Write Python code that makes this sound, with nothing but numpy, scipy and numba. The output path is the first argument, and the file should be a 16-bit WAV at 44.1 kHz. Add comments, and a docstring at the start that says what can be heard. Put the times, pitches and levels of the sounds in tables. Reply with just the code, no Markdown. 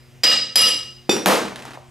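"""Hammer taps and a drop on the bench

A hammer taps a cast metal housing, then is dropped: its head thuds and rings, the handle bangs down
twice and the tool rocks in small ticks and knocks while a glove rubs the housing. Blows are sums of
decaying modes and sharp pulses, each sent through a noise-built workshop tail. Sine hum and flickering
air noise lie beneath; a small camera's limiter holds the loud starts flat."""
import sys
import numpy as np
from scipy import signal
from scipy.fft import rfft, irfft
from scipy.io import wavfile
from scipy.ndimage import uniform_filter1d
from numba import njit

SR = 44100
rng = np.random.default_rng(int(sys.argv[2]) if len(sys.argv) > 2 else 0)


def output_pcm(signal):
    """Save a mono or channel-first signal as 16-bit PCM at the path in sys.argv[1].

    Samples are clipped to [-1, 1] before scaling.
    """
    pcm = np.clip(np.atleast_2d(signal).T, -1, 1) * 32767
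    wavfile.write(sys.argv[1], SR, np.round(pcm).astype(np.int16))


N = 83790
PAD = int(.6 * SR)  # lead-in, samples: room for blows struck before time 0
BANDS_HZ = 32 * 2 ** np.arange(0, 9.1, .5)
# bench modes: mode_hz, level_db, decay_s (to -56 dB)
BENCH_MODES = [(174, -15.5, 0.039), (232, -4.5, 0.035), (282, -6, 0.02), (335, -0.5, 0.022),
               (406.5, 1.5, 0.033), (486, 5, 0.015), (570, -8.5, 0.037), (780, -10, 0.017),
               (874, -30, 0.018)]


def undb(db):
    """Decibels to amplitude ratio."""
    return 10 ** (np.asarray(db) / 20)


def at(table, hz):
    """Read a (Hz, value) table on a log frequency axis."""
    table_hz, value = np.array(table).T[:2]
    return np.interp(np.log(np.maximum(hz, 1)), np.log(table_hz), value)


def colour(x, gain):
    """Filter by a gain per frequency."""
    size = x.shape[-1]
    return irfft(rfft(x) * gain(np.fft.rfftfreq(size, 1 / SR)), size)


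def unit(x):
    """Scale to a mean energy of 1 per channel."""
    energy = np.sum(x ** 2) / np.size(x) * x.shape[-1]
    return x / np.sqrt(energy)


def pair(size):
    """Two noise channels with a set coherence: shared mid plus opposed side."""
    # squared coherence of the channels: hz, coherence_squared (0-1)
    likeness = [(60, .85), (130, 1), (290, 0.3), (640, .7), (1410, 0.9), (3100, 0.78), (6820, 1),
                (15000, 0.52)]

    def share(sign):
        return lambda hz: np.sqrt((1 + sign * np.clip(at(likeness, hz), 0, 1) ** .5) / 2)

    mid, side = rng.standard_normal((2, size))
    mid, side = colour(mid, share(1)), colour(side, share(-1))
    return np.array([mid + side, mid - side])


def band(centre_hz):
    """Bell one octave wide at its feet; half-octave neighbours sum to one."""
    def gain(hz):
        octaves = np.log2(np.maximum(hz, 1) / centre_hz)
        return np.cos(np.pi * np.clip(octaves, -.5, .5)) ** 2
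    return gain


def walk(rate_hz):
    """Random steps smoothed twice; standard deviation about 1.4."""
    k = int(SR / rate_hz)
    steps = np.repeat(rng.standard_normal(N // k + 1), k)
    return 1.87 * uniform_filter1d(uniform_filter1d(steps, k), k)[:N]


def ring(modes):
    """Struck modes as decaying sines; neighbours start in opposite polarity."""
    t = np.arange(SR // 2) / SR
    out = np.zeros(len(t))
    for k, (hz, db, decay_s) in enumerate(modes):
        decay = 0.0016 ** (t / max(decay_s, .003))
        out += (-1) ** k * undb(db) * np.sin(2 * np.pi * hz * t) * decay
    return out


def crack(spectrum):
    """Sharp edge of a blow: minimum-phase pulse of this colour, energy 1."""
    log_gain = at(spectrum, np.fft.rfftfreq(4096, 1 / SR)) * np.log(10) / 20
    cepstrum = irfft(log_gain)
    cepstrum[1:2048] *= 2  # fold to the causal side
    cepstrum[2049:] = 0
    return np.pad(unit(irfft(np.exp(rfft(cepstrum)))), (0, SR // 2 - 4096))


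def place(x, when_s, direct_db, rough_contact=False):
    """Direct blow, roughened by a short noise burst on request, plus a fresh room tail of energy 1."""
    # room decay: hz, t60_s
    room = [(125, 0.54), (300, 0.61), (700, 0.43), (1500, 0.47), (3000, 0.5), (6000, 0.49), (10000, 0.44),
            (15000, 0.11)]
    rise_s, contact_s, low_cut_hz = .0025, .002, 139  # first two are time constants
    t, noise = np.arange(SR) / SR, pair(size=SR)
    tail = np.zeros((2, SR))
    for hz in BANDS_HZ:
        decaying = colour(noise, band(hz)) * 1e-3 ** (t / at(room, hz))
        tail += unit(decaying) * np.sqrt(hz)  # equal energy per Hz
    tail = unit(tail * (1 - np.exp(-t / rise_s)))
    if rough_contact:
        direct = unit(rng.standard_normal(SR) * np.exp(-t / contact_s))
    else:
        direct = t == 0
    response = tail + undb(direct_db) * direct
    x = signal.sosfilt(signal.butter(3, low_cut_hz, "high", fs=SR, output="sos"), x)
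    wet = signal.fftconvolve(x[None], response)
    out = np.zeros((2, PAD + N + 2 * SR))
    start = PAD + int(when_s * SR)
    out[:, start:start + wet.shape[1]] = wet
    return out[:, PAD:PAD + N]


def workshop():
    """Machine hum of wavering sines over air noise whose bands flicker in level."""
    # hum lines: line_hz, level_db_rms
    hum_lines = [(129.5, -51.5), (240, -59.5), (360.5, -61.5), (480, -75), (600, -69.5), (721, -71)]
    # air noise spectrum: hz, density_db (relative)
    air_colour = [(25, -10), (45, -1.5), (80, 0), (130, 2.5), (200, -15), (420, -13.5), (1000, -18),
                  (2800, -18), (5000, -23), (9000, -28.5), (13600, -33), (16000, -34)]
    air_db_rms = -52
    t = np.arange(N) / SR
    noise = colour(pair(size=N), lambda hz: undb(at(air_colour, hz)))
    air = np.zeros((2, N))
    for hz in BANDS_HZ:
        air += colour(noise, band(hz)) * undb(1.2 * walk(9.76))  # spread about 1.7 dB
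    hum = np.zeros(N)
    for hz, db in hum_lines:
        level = undb(db + 1.2 * walk(6)) * np.sqrt(2)  # spread about 1.7 dB
        hum += level * np.sin(2 * np.pi * (hz * t + rng.random()))
    return air / np.std(air) * undb(air_db_rms) + hum


def taps():
    """Each tap excites the housing modes; the place struck sets their mix."""
    # taps, the first heard only dying away: start_s, level_db, rim_place (0-1)
    tap_list = [(-.34, -9.5, 0.54), (0.2347, 6, 0.24), (0.5567, 6, 0.95)]
    # housing mode frequencies: mode_hz
    housing_hz = [190, 480, 1305, 1760, 2000, 2855, 3200, 3880, 4960, 4955, 5780, 6230, 7530, 9520, 10530,
                  11660, 12170, 12690, 14110]
    # housing modes: level_at_place_0_db, level_at_place_1_db, decay_s (to -56 dB)
    housing_modes = [(-25, -24, 0.082), (-17, -16, 0.043), (-21, -13, 0.16), (-30, -35, 0.026),
                     (-4.5, -8, 0.01), (-12.5, -8, 0.19), (-22, -3, 0.0083), (-6, -4.5, 0.038),
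                     (5, 8.5, 0.019), (-15, -16.5, 0.35), (-25, -13.5, 0.045), (-48, -4, 0.012),
                     (-13, -3, 0.016), (-52, -9, 0.01), (-32, -1, 0.032), (-46, -6, 0.013),
                     (-37, -38, 0.036), (-40.5, -13, 0.035), (-46, -26.5, 0.057)]
    # tap edge spectrum: hz, density_db (relative)
    crack_colour = [(120, -38.5), (190, -4), (500, -13), (1000, -24), (2200, -2), (4400, -7), (7000, -21),
                    (9000, -26.5), (13000, -47), (15500, -68)]
    crack_db, direct_db = 14.5, -20
    edge = undb(crack_db) * crack(crack_colour)
    out = np.zeros((2, N))
    for start_s, level_db, spot in tap_list:
        modes = [(hz, db_0 + spot * (db_1 - db_0), decay_s)
                 for hz, (db_0, db_1, decay_s) in zip(housing_hz, housing_modes)]
        out += undb(level_db) * place(ring(modes) + edge, start_s, direct_db)
    return out


def head():
    """The head excites the bench modes, then a sharp edge and its own clear modes follow."""
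    # head mode frequencies: mode_hz
    head_hz = [2531, 3576, 4671, 4781, 5539, 5674, 5745, 7289, 9292, 14420]
    # head modes: level_db, decay_s (to -56 dB)
    head_modes = [(-3.5, 0.11), (1, 0.15), (-6.5, 0.13), (-13.5, 0.28), (-7, 0.089), (-10.5, 0.4),
                  (-6.5, .15), (-11.5, 0.21), (-26, 0.13), (-38.5, 0.21)]
    # head edge spectrum: hz, density_db (relative)
    crack_colour = [(100, -31), (330, 6.5), (700, -13), (1300, -12.5), (3500, -16), (6000, -23),
                    (10000, -22), (14500, -29), (15500, -45)]
    start_s, ring_late_s = 1.0928, 0.002216
    thud_db, crack_db, ring_db = -8.5, 13.5, -26.5
    thud_direct_db, edge_direct_db, ring_direct_db = 9, 3, 17
    late_s = start_s + ring_late_s
    modes = [(hz, db, decay_s) for hz, (db, decay_s) in zip(head_hz, head_modes)]
    thud = place(undb(thud_db) * ring(BENCH_MODES), start_s, thud_direct_db)
    edge = place(undb(crack_db) * crack(crack_colour), late_s, edge_direct_db)
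    return thud + edge + place(undb(ring_db) * ring(modes), late_s, ring_direct_db)


def rocking_ticks():
    """Small rocking contacts: a pulse and its weaker repeat, roughened by a short noise burst."""
    # ticks: start_s, level_db
    tick_list = [(1.166, -3), (1.5596, -10), (1.592, -20), (1.6228, -16), (1.6531, -13.5), (1.6805, -22.5),
                 (1.7077, -18.5), (1.7341, -20)]
    # tick spectrum: hz, density_db (relative)
    tick_colour = [(250, -17), (600, 3.5), (2500, -4), (6000, -12), (10000, -16.5), (13000, -26),
                   (16000, -39)]
    echo_s, echo_db, direct_db = 0.0065, -10, 3.5
    pulse = crack(tick_colour)
    tick = pulse + undb(echo_db) * np.roll(pulse, int(echo_s * SR))
    return sum(undb(db) * place(tick, s, direct_db, rough_contact=True) for s, db in tick_list)


def handle():
    """The handle bangs down and bounces: bench modes and an edge, roughened by a short noise burst."""
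    # handle blows: start_s, level_db
    blows = [(1.2596, 2), (1.2696, -5.5)]
    # handle edge spectrum: hz, density_db (relative)
    crack_colour = [(59, -67), (100, -43), (174, -8), (461, -7.5), (583, 2.5), (891, -1), (8460, -19),
                    (13500, -19), (15000, -24), (16000, -82)]
    crack_db, bench_db, direct_db = 21.5, -3, -1.5
    blow = undb(bench_db) * ring(BENCH_MODES) + undb(crack_db) * crack(crack_colour)
    return sum(undb(db) * place(blow, s, direct_db, rough_contact=True) for s, db in blows)


def glove():
    """Glove rubbing on the housing: coloured noise under a grainy level curve."""
    # rub level curve: time_s, level_db_rms
    rub_levels = [(1.45, -35), (1.55, -44.5), (1.661, -45), (1.751, -43.5), (1.802, -61.5)]
    # rub spectrum: hz, density_db (relative)
    rub_colour = [(120, -35), (200, -3), (1430, -8), (2170, -11), (9550, -30), (15000, -39)]
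    noise = colour(pair(size=N), lambda hz: undb(at(rub_colour, hz)))
    time_s, level_db = np.array(rub_levels).T
    db = np.interp(np.arange(N) / SR, time_s, level_db, left=-99, right=-99)
    db += 2 * walk(200)  # grain, spread about 2.8 dB
    return noise / np.std(noise) * undb(db)


def rocking_knocks():
    """Soft knocks of the rocking tool: dull pulses."""
    # knocks: start_s, level_db
    knock_list = [(1.5211, -13), (1.774, -13)]
    # knock spectrum: hz, density_db (relative)
    knock_colour = [(250, -20.5), (600, 7.5), (1100, 2.5), (1600, -13), (4000, -39)]
    knock = crack(knock_colour)
    return sum(undb(db) * place(knock, s, direct_db=2.5) for s, db in knock_list)


def scene():
    """Sum of all sources."""
    return (workshop() + taps() + head() + rocking_ticks() + handle()
            + glove() + rocking_knocks())


@njit
def follow(x, up, down):
    """One-pole envelope: quick up, slower down."""
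    e, out = 0., np.empty(len(x))
    for i in range(len(x)):
        e += (x[i] - e) * (up if x[i] > e else down)
        out[i] = e
    return out


def record(dry):
    """Two close microphone ports, a linked limiter, soft peaks and a steep low-pass."""
    # left port's phase lead over the right: hz, lead_rad
    port_lead = [(100, 1), (430, -0.54), (1200, -0.77), (2500, -0.4), (5000, -0.53), (12000, 0.1)]
    # left minus right level: hz, difference_db
    port_tilt = [(60, 1.5), (200, 1), (1000, 0), (4000, -.3), (12000, -.5)]
    limit_db, ratio, attack_s, release_s = -8, 12, 0.00096, 0.01
    peak, top_hz = 0.6, 15300

    def port(x, sign):
        return colour(x, lambda hz: undb(sign * at(port_tilt, hz)) * np.exp(1j * sign * at(port_lead, hz)))

    ports = np.array([port(dry[0], .5), port(dry[1], -.5)])  # half the difference each
    env = follow(np.abs(ports).max(axis=0), min(1 / (attack_s * SR), 1.), 1 / (release_s * SR))
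    held = ports * np.minimum(undb(limit_db) / (env + 1e-9), 1) ** (1 - 1 / ratio)
    soft = peak * np.tanh(held / peak)
    return signal.sosfilt(signal.ellip(8, .2, 70, top_hz, fs=SR, output="sos"), soft)


dry = scene()
out = record(dry)
output_pcm(out)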